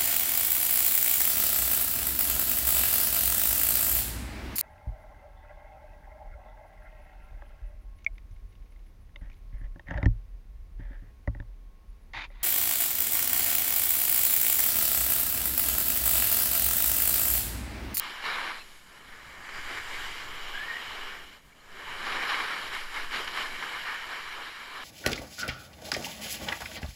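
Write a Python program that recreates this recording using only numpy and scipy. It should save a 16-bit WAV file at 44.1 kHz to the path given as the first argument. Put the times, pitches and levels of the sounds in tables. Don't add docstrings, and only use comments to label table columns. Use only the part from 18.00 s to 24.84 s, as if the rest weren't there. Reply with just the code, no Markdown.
import sys
import numpy as np
from scipy import signal
from scipy.fft import rfft, irfft
from scipy.io import wavfile
from scipy.ndimage import uniform_filter1d

SR = 44100
rng = np.random.default_rng(int(sys.argv[2]) if len(sys.argv) > 2 else 0)


def materialize(psi):
    bounded = np.clip(np.atleast_2d(psi).T, -1, 1)
    quanta = np.round(bounded * 32767).astype(np.int16)
    wavfile.write(sys.argv[1], SR, quanta)


def volts_from_db(level):
    exponent = np.asarray(level, float) / 20
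    return 10 ** exponent


N = 301644


def slide():
    # t/s, turned across the slope 0-1, tipped down 0-1
    facing = [(0, 0.8, 0.7), (.3, 0, 0.4), (.6, 0., 0.13), (1., 0.04, 0.15), (1.5, 0.73, 0.),
              (2.1, 0.8, 0.3), (2.4, 0.93, 0.8), (2.9, 0.85, 0.67), (3.3, 0.84, 0.87), (3.8, 0.6, 0.4),
              (4.4, 0., 0.13), (5.2, 0.36, 0.37), (6., 0.5, 0.45), (6.84, 0.34, 0.57)]
    # f/Hz, width/Hz, level when turned/dB, level when tipped/dB
    shade = [(1050, 300, -4, 3.5), (1580, 550, -1.5, -1.5), (1980, 330, 3, -5), (3070, 690, 1, 4),
             (4000, 680, -4.5, 4), (4770, 160, 5, -9.5), (5600, 550, -3.5, 4.5), (6300, 940, 5.5, -6.5),
             (7500, 490, 8.5, -7), (8600, 900, 2.5, -6.5), (10600, 1000, -4.5, -0.5), (11960, 550, 1, 2.5),
             (13200, 900, 2, 1), (14800, 900, 2, 10)]
    grains = crystals(per_s=5000, spread_db=2.0, wash=0.64)
    hz, t, z = signal.stft(grains, SR, nperseg=256, noverlap=192)
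    pressure_db, thrum_db, powder = edge(t)
    turned, tipped = np.clip(curves(facing, t), 0, 1)
    ease_db = pressure_db + 38.0

    octave = np.log2(hz[:, None] + 1)
    low = 1 / (1 + np.exp((octave - np.log2(700)) * 4))
    upper = np.exp(-.5 * ((octave - np.log2(3400)) / .5) ** 2)
    high = 1 / (1 + np.exp((np.log2(5300) - octave) * 5))
    bite_db = -3 + 8 * powder
    spray_db = -3.5 + 10 * powder
    level_db = pressure_db + upper * bite_db
    level_db = level_db + low * (thrum_db - 0.26 * ease_db)
    level_db = level_db + high * (spray_db - 0.48 * ease_db)
    for f, width, turned_db, tipped_db in shade:
        level_db = level_db + bell(hz, f, width)[:, None] * (turned_db * turned + tipped_db * tipped)
    level_db = level_db - 0.076 * ease_db * bell(hz, 3700, 1500)[:, None]

    raw = rng.standard_normal((len(t), len(hz))).T
    patches = evened(uniform_filter1d(uniform_filter1d(raw, size=4, axis=0), size=40, axis=1))
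    chatter = evened(uniform_filter1d(rng.standard_normal(len(t)), size=12))
    clumps = evened(uniform_filter1d(rng.standard_normal(len(t)), size=5))
    clumps = clumps * np.clip(ease_db / 8 + 0.45, 0, 1)
    middle = 1 - .5 * high - .5 * low
    level_db = level_db + 1.23 * patches + (0.31 * chatter + 0.72 * clumps) * middle
    return signal.istft(z * volts_from_db(level_db), SR, nperseg=256, noverlap=192)[1][:N]


def crystals(per_s, spread_db, wash):
    size, sign = rng.exponential(1, N), rng.choice([-1., 1.], N)
    struck = rng.random(N) < per_s / SR
    clicks = sign * volts_from_db(spread_db * np.minimum(size, 4)) * struck
    powder = rng.standard_normal(N)
    wash = np.clip(wash, 0, 1)
    return np.sqrt(1 - wash) * evened(clicks) + np.sqrt(wash) * powder


def edge(t):
    # t/s, edge pressure level/dB, loose powder thrown up 0-1, base laid flat 0-1
    weight = [(0, -37, 0.42, 0.1), (.52, -43, 0.25, 0.17), (.65, -56, 1, .6), (.84, -58.5, 0.86, .6),
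              (.95, -52.5, .4, 0.54), (1.41, -45, 0, .6), (1.58, -40.5, 0.37, 0.5), (2.05, -40, .6, 0.41),
              (3.12, -38.5, 0.25, 0.53), (3.27, -51, 0.45, 0.9), (3.62, -57, 0, .9), (3.76, -46, 0.1, 0.84),
              (4.07, -31.5, 0.37, 0.8), (4.52, -33, 0.52, 0.65), (4.7, -39.5, 0.62, 0.77),
              (5.6, -39.5, 0.55, 0.78), (5.9, -38, 0.29, 0), (6.84, -39.5, 0.28, 0.43)]
    # start t/s, length/s, change of pressure level/dB, thump of the base level/dB
    ridges = [(0.128, 0.14, -2, 0), (0.216, 0.36, 9.5, 2), (0.533, 0.13, 5, 1), (1.517, 0.1, 2, 2),
              (1.66, 0.17, 3.5, 5), (1.864, 0.24, 2.5, 2.5), (2.212, 0.29, -2, 2), (3.369, 0.18, -9, -4),
              (3.516, 0.067, -14, -2), (3.84, .1, 0.5, -4), (3.92, 0.22, -2.5, -1), (4.27, 0.093, 6, -5),
              (4.378, .08, 2, 0), (4.446, .07, -2.5, -4), (4.708, 0.092, 8.5, -5), (4.815, 0.15, -3.5, -4),
              (4.917, 0.11, 6.5, -3.5), (5.043, 0.11, -5, -4), (5.095, 0.16, 9, 0.5),
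              (5.327, 0.17, 7, -0.5), (5.607, 0.23, 3, 0.5), (5.79, 0.1, 2, 2), (5.837, 0.17, 3, 1),
              (6.088, 0.13, 2.5, 4), (6.36, 0.1, 0, 6), (6.495, 0.27, -3.5, -2)]
    weight_db, powder, flat = curves(weight, t)
    crossing = np.array([trapezoid(t, s, length, rise_s=0.043, fall_s=.08) for s, length, _, _ in ridges])
    load_db, thump_db = np.transpose(ridges)[2:] @ crossing
    thrum_db = -3.5 + 8.5 * np.clip(flat, 0, 1) + thump_db
    return weight_db + load_db, thrum_db, np.clip(powder, 0, 1)


def lumps():
    # t/s, peak level/dB, time to decay by 60 dB/s
    struck = [(0.24, -16.5, 0.041), (1.698, -23, 0.051), (1.771, -21, 0.096), (3.871, -24, 0.06),
              (4.049, -33, 0.055), (4.119, -17, 0.15), (4.319, -16, 0.066), (4.4, -13.5, 0.06),
              (4.959, -27, 0.07), (5.139, -19, 0.047), (5.276, -14, 0.049), (5.372, -17, 0.054),
              (5.624, -18, 0.093), (6.755, -29, 0.095), (4.066, -16.5, 0.1), (4.235, -16, .06),
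              (4.288, -22, 0.037), (4.342, -12, .04), (4.508, -20, 0.071), (4.715, -27, 0.036),
              (1.575, -27, 0.063), (1.49, -24, .06), (6.275, -24, .03), (6.6, -30, .03)]
    out, t = np.zeros(N), np.arange(3000) / SR
    for s, db, t60 in struck:
        burst = rng.standard_normal(len(t))
        attack = np.minimum(t / 0.00087, 1)
        add(out, s, volts_from_db(db - 12.5 - 60 * t / max(t60, .01)) * burst * attack)
    return signal.lfilter(*signal.butter(2, 4500, fs=SR), out)


def housing(x):
    # f/Hz, level/dB per Hz
    crush = [(35, -49), (60, -36), (132, -23), (386, -10.5), (629, -13), (1790, 0), (2600, -7),
             (4040, -11.5), (6140, -24.5), (11000, -31.5), (15600, -43)]
    # f/Hz, width/Hz, level/dB
    resonances = [(1087, 570, 5), (1400, 280, -2.), (1660, 380, 1.5), (1730, 360, 0), (1982, 52, -4),
                  (2286, 260, 4), (2633, 340, -4.5), (2950, 315, 4), (3530, 330, -3), (3970, 280, 1.5),
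                  (4434, 190, -4), (4600, 94, 4), (5510, 1090, 3), (6200, 750, -3), (7120, 920, 4.5),
                  (7730, 380, -4.5), (7910, 280, 4.5), (8600, 330, 1.5), (9400, 400, -2.5),
                  (10900, 1340, 8), (11200, 300, 0), (12150, 500, 3.5), (13000, 800, 4.5)]
    hz = abs(np.fft.fftfreq(4096, 1 / SR))
    db = read(crush, hz) + sum(d * bell(hz, f, w) for f, w, d in resonances)
    log_gain = np.log(volts_from_db(np.maximum(db, -100)))
    response = np.fft.ifft(np.exp(np.conj(signal.hilbert(log_gain)))).real[:2048]
    return signal.oaconvolve(x, response / np.linalg.norm(response))[:N]


def rings():
    # t/s, length/s, f/Hz, level/dB
    ring_rows = [
        (.5, 0.17, 4130, -48),
        (0.58, 0.056, 2650, -44.5),
        (3.518, 0.02, 2290, -51),
        (3.6, .025, 4250, -59),
        (3.857, .06, 960, -38),
        (6.74, 0.045, 1800, -41),
        (5.72, 0.37, 1690, -37),
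        (6.3, 0.057, 2250, -37),
        (4.95, .05, 2220, -34),
    ]
    # t/s, peak level/dB
    tap_rows = [
        (2.842, -48),
        (4.749, -38),
        (5.247, -35),
        (5.566, -45),
    ]
    out = np.zeros(N)
    for s, length, hz, db in ring_rows:
        t = np.arange(round(length * SR)) / SR
        tone = (fuzz(len(t), 240) * np.exp(2j * np.pi * hz * t)).real
        add(out, s, volts_from_db(db - 2.5) * tone * signal.windows.tukey(len(t), .8))
    t = np.arange(100) / SR
    band = signal.butter(2, [4200, 11000], "band", fs=SR, output="sos")
    for s, db in tap_rows:
        crack = rng.standard_normal(len(t)) * volts_from_db(-60 * t / 0.0043)
        tap = signal.sosfilt(band, crack)
        add(out, s, volts_from_db(db) * tap / abs(tap).max())
    return out


def wind():
    # middle t/s, length/s, push on the membrane level/dB, eddies level/dB
    gusts = [(0.015, 0.093, -52, -69), (.46, 1, -48.5, -77), (1.115, 0.17, -45, -63),
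             (1.286, 0.16, -70, -57), (1.41, 0.11, -52, -59), (1.605, 0.23, -39.5, -59),
             (1.8, 0.39, -48, -57), (2.047, 0.38, -37.5, -58), (2.274, 0.17, -50, -57),
             (2.47, 0.46, -38, -64), (2.7, 0.22, -60, -65), (2.896, .15, -64, -59.5),
             (3.066, 0.39, -41.5, -78), (3.235, 0.15, -50, -64), (3.47, 0.087, -75, -59),
             (3.716, 0.22, -45.5, -73), (3.9, .2, -47, -60), (4.114, 0.41, -41.5, -61),
             (4.32, .1, -52, -65), (4.44, .12, -39, -63), (4.667, 0.11, -46, -61), (4.82, 0.36, -40, -69),
             (5.076, 0.34, -37.5, -65), (5.308, .25, -48, -61), (5.54, 0.3, -41, -69),
             (5.822, 0.25, -53, -67), (6.063, 0.18, -47, -76), (6.31, 0.4, -49, -79),
             (6.76, 0.22, -51, -83)]
    # f/Hz, level/dB
    buffet = [(2, -31), (5, 6.5), (10, 13), (15, -4), (21, -36), (32, -15), (80, -66)]
    flutter_colour = [(14, -23), (23, 4), (32, 16), (45, -2), (70, -25), (120, -60.)]
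    roar = [(30, -35), (50, -1), (90, -9.5), (150, -11.), (300, -20.5), (600, -37)]
    t = np.arange(0, N / SR + .01, .005)
    swell = np.array([bell(t, s, length / 2) for s, length, _, _ in gusts])
    calm = volts_from_db(np.array([[-64], [-69]]))
    push, eddy = volts_from_db(np.transpose(gusts)[2:]) @ swell + calm
    flutter = volts_from_db(-60) * (push / volts_from_db(-49)) ** 0.28 * (eddy / volts_from_db(-56)) ** .3
    out = np.zeros(N)
    for size, colour in [(push, buffet), (flutter, flutter_colour), (eddy, roar)]:
        out += np.interp(np.arange(N) / SR, t, size) * steadied(coloured(colour), size=8000)
    return out


def whistle(width_hz, rough, slip_hz):
    # t/s, f/Hz
    pitch = [
        (2.53, 1630),
        (2.565, 1640),
        (2.6, 1710),
        (2.65, 1810),
        (2.69, 1850),
        (2.81, 1880),
    ]
    out, t = np.zeros(N), np.arange(2.5, 2.85, 1 / SR)
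    unsteady = np.interp(t, [2.6, 2.68], [1, .35])
    slip = slip_hz * unsteady * fuzz(len(t), 61).real
    turns = np.cumsum(curves(pitch, t)[0] + slip) / SR
    wander = 1 + rough * fuzz(len(t), width_hz)
    add(out, t[0], np.sqrt(2) * puffs(t) * (wander * np.exp(2j * np.pi * turns)).real)
    return out


def puffs(t):
    # start t/s, length/s, level/dB
    blows = [
        (2.535, .036, -35),
        (2.584, .072, -35.5),
        (2.672, .052, -35.5),
        (2.727, .017, -29.5),
        (2.746, .028, -30.5),
        (2.777, .02, -33),
        (2.797, .013, -36),
    ]
    jitter, size = rng.standard_normal((40, 2)).T
    at = t[0] + (np.arange(len(size)) + 0.17 * jitter) / 70
    train = volts_from_db(2 * size) @ bell(t, at[:, None], .015 / 2)
    blowing = sum(volts_from_db(db) * trapezoid(t, s, length, rise_s=.012, fall_s=.005) for s, length, db in blows)
    steady_share = .3
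    sharp_catch = volts_from_db(-31.5) * bell(t, 2.578, .007 / 2)
    return (steady_share + (1 - steady_share) * train) * blowing + sharp_catch


def circuit():
    # f/Hz, level/dB per Hz
    hiss = [(59, -8), (100, -8), (185, -5), (205, -5), (313, -9.5), (421, -13), (2230, -11.5),
            (2590, -18.5), (15600, -33)]
    # f/Hz, level/dB
    whine = [
        (6804, -74.),
        (13608, -89.),
    ]
    t = np.arange(N) / SR
    load_db = 0.23 * (uniform_filter1d(edge(t)[0], size=8000) + 36)
    lines = sum(volts_from_db(db + load_db) * np.sqrt(2) * np.sin(2 * np.pi * hz * t) for hz, db in whine)
    return volts_from_db(-55 - 7.0) * coloured(hiss) + lines


def evened(x):
    return x / np.sqrt(np.mean(x ** 2) + 1e-20)


def steadied(x, size):
    return x / np.sqrt(uniform_filter1d(x ** 2, size) + 0.17)


def read(points, hz):
    f, value = np.transpose(points)
    return np.interp(np.log(hz + 1), np.log(f + 1), value)


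def curves(rows, t):
    s, *columns = np.transpose(rows)
    return [np.interp(t, s, c) for c in columns]


def coloured(points):
    hz = np.fft.rfftfreq(N, 1 / SR)
    return evened(irfft(rfft(rng.standard_normal(N)) * volts_from_db(read(points, hz)), N))


def fuzz(count, width_hz):
    r = np.exp(-np.pi * width_hz / SR)
    wander = rng.standard_normal(count + 2000) + 1j * rng.standard_normal(count + 2000)
    for _ in range(2):
        wander = signal.lfilter([1 - r], [1, -r], wander)
    wander = wander[-count:]
    return wander / np.sqrt(np.mean(abs(wander) ** 2))


def bell(x, centre, width):
    return np.exp(-.5 * ((x - centre) / (width / 2)) ** 2)


def trapezoid(t, start, length, rise_s, fall_s):
    return np.clip(np.minimum((t - start) / rise_s, (start + length - t) / fall_s), 0, 1)


def add(mix, s, sound):
    part = mix[round(s * SR):][:len(sound)]
    part += sound[:len(part)]


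def scene():
    snow = housing(slide() + lumps())
    air = wind() + whistle(width_hz=280, rough=0.42, slip_hz=40)
    return (snow + air + rings() + circuit())[None]


def top_cut(x):
    return signal.sosfilt(signal.butter(12, 15730, fs=SR, output="sos"), x)


def record(dry):
    hz = np.fft.rfftfreq(N, 1 / SR)
    rolloff_db = -5.5 * np.clip((hz - 15050) / 600, 0, 1)
    mix = irfft(rfft(dry) * volts_from_db(rolloff_db), N)
    return top_cut(mix)


dry = scene()
out = record(dry)
materialize(out)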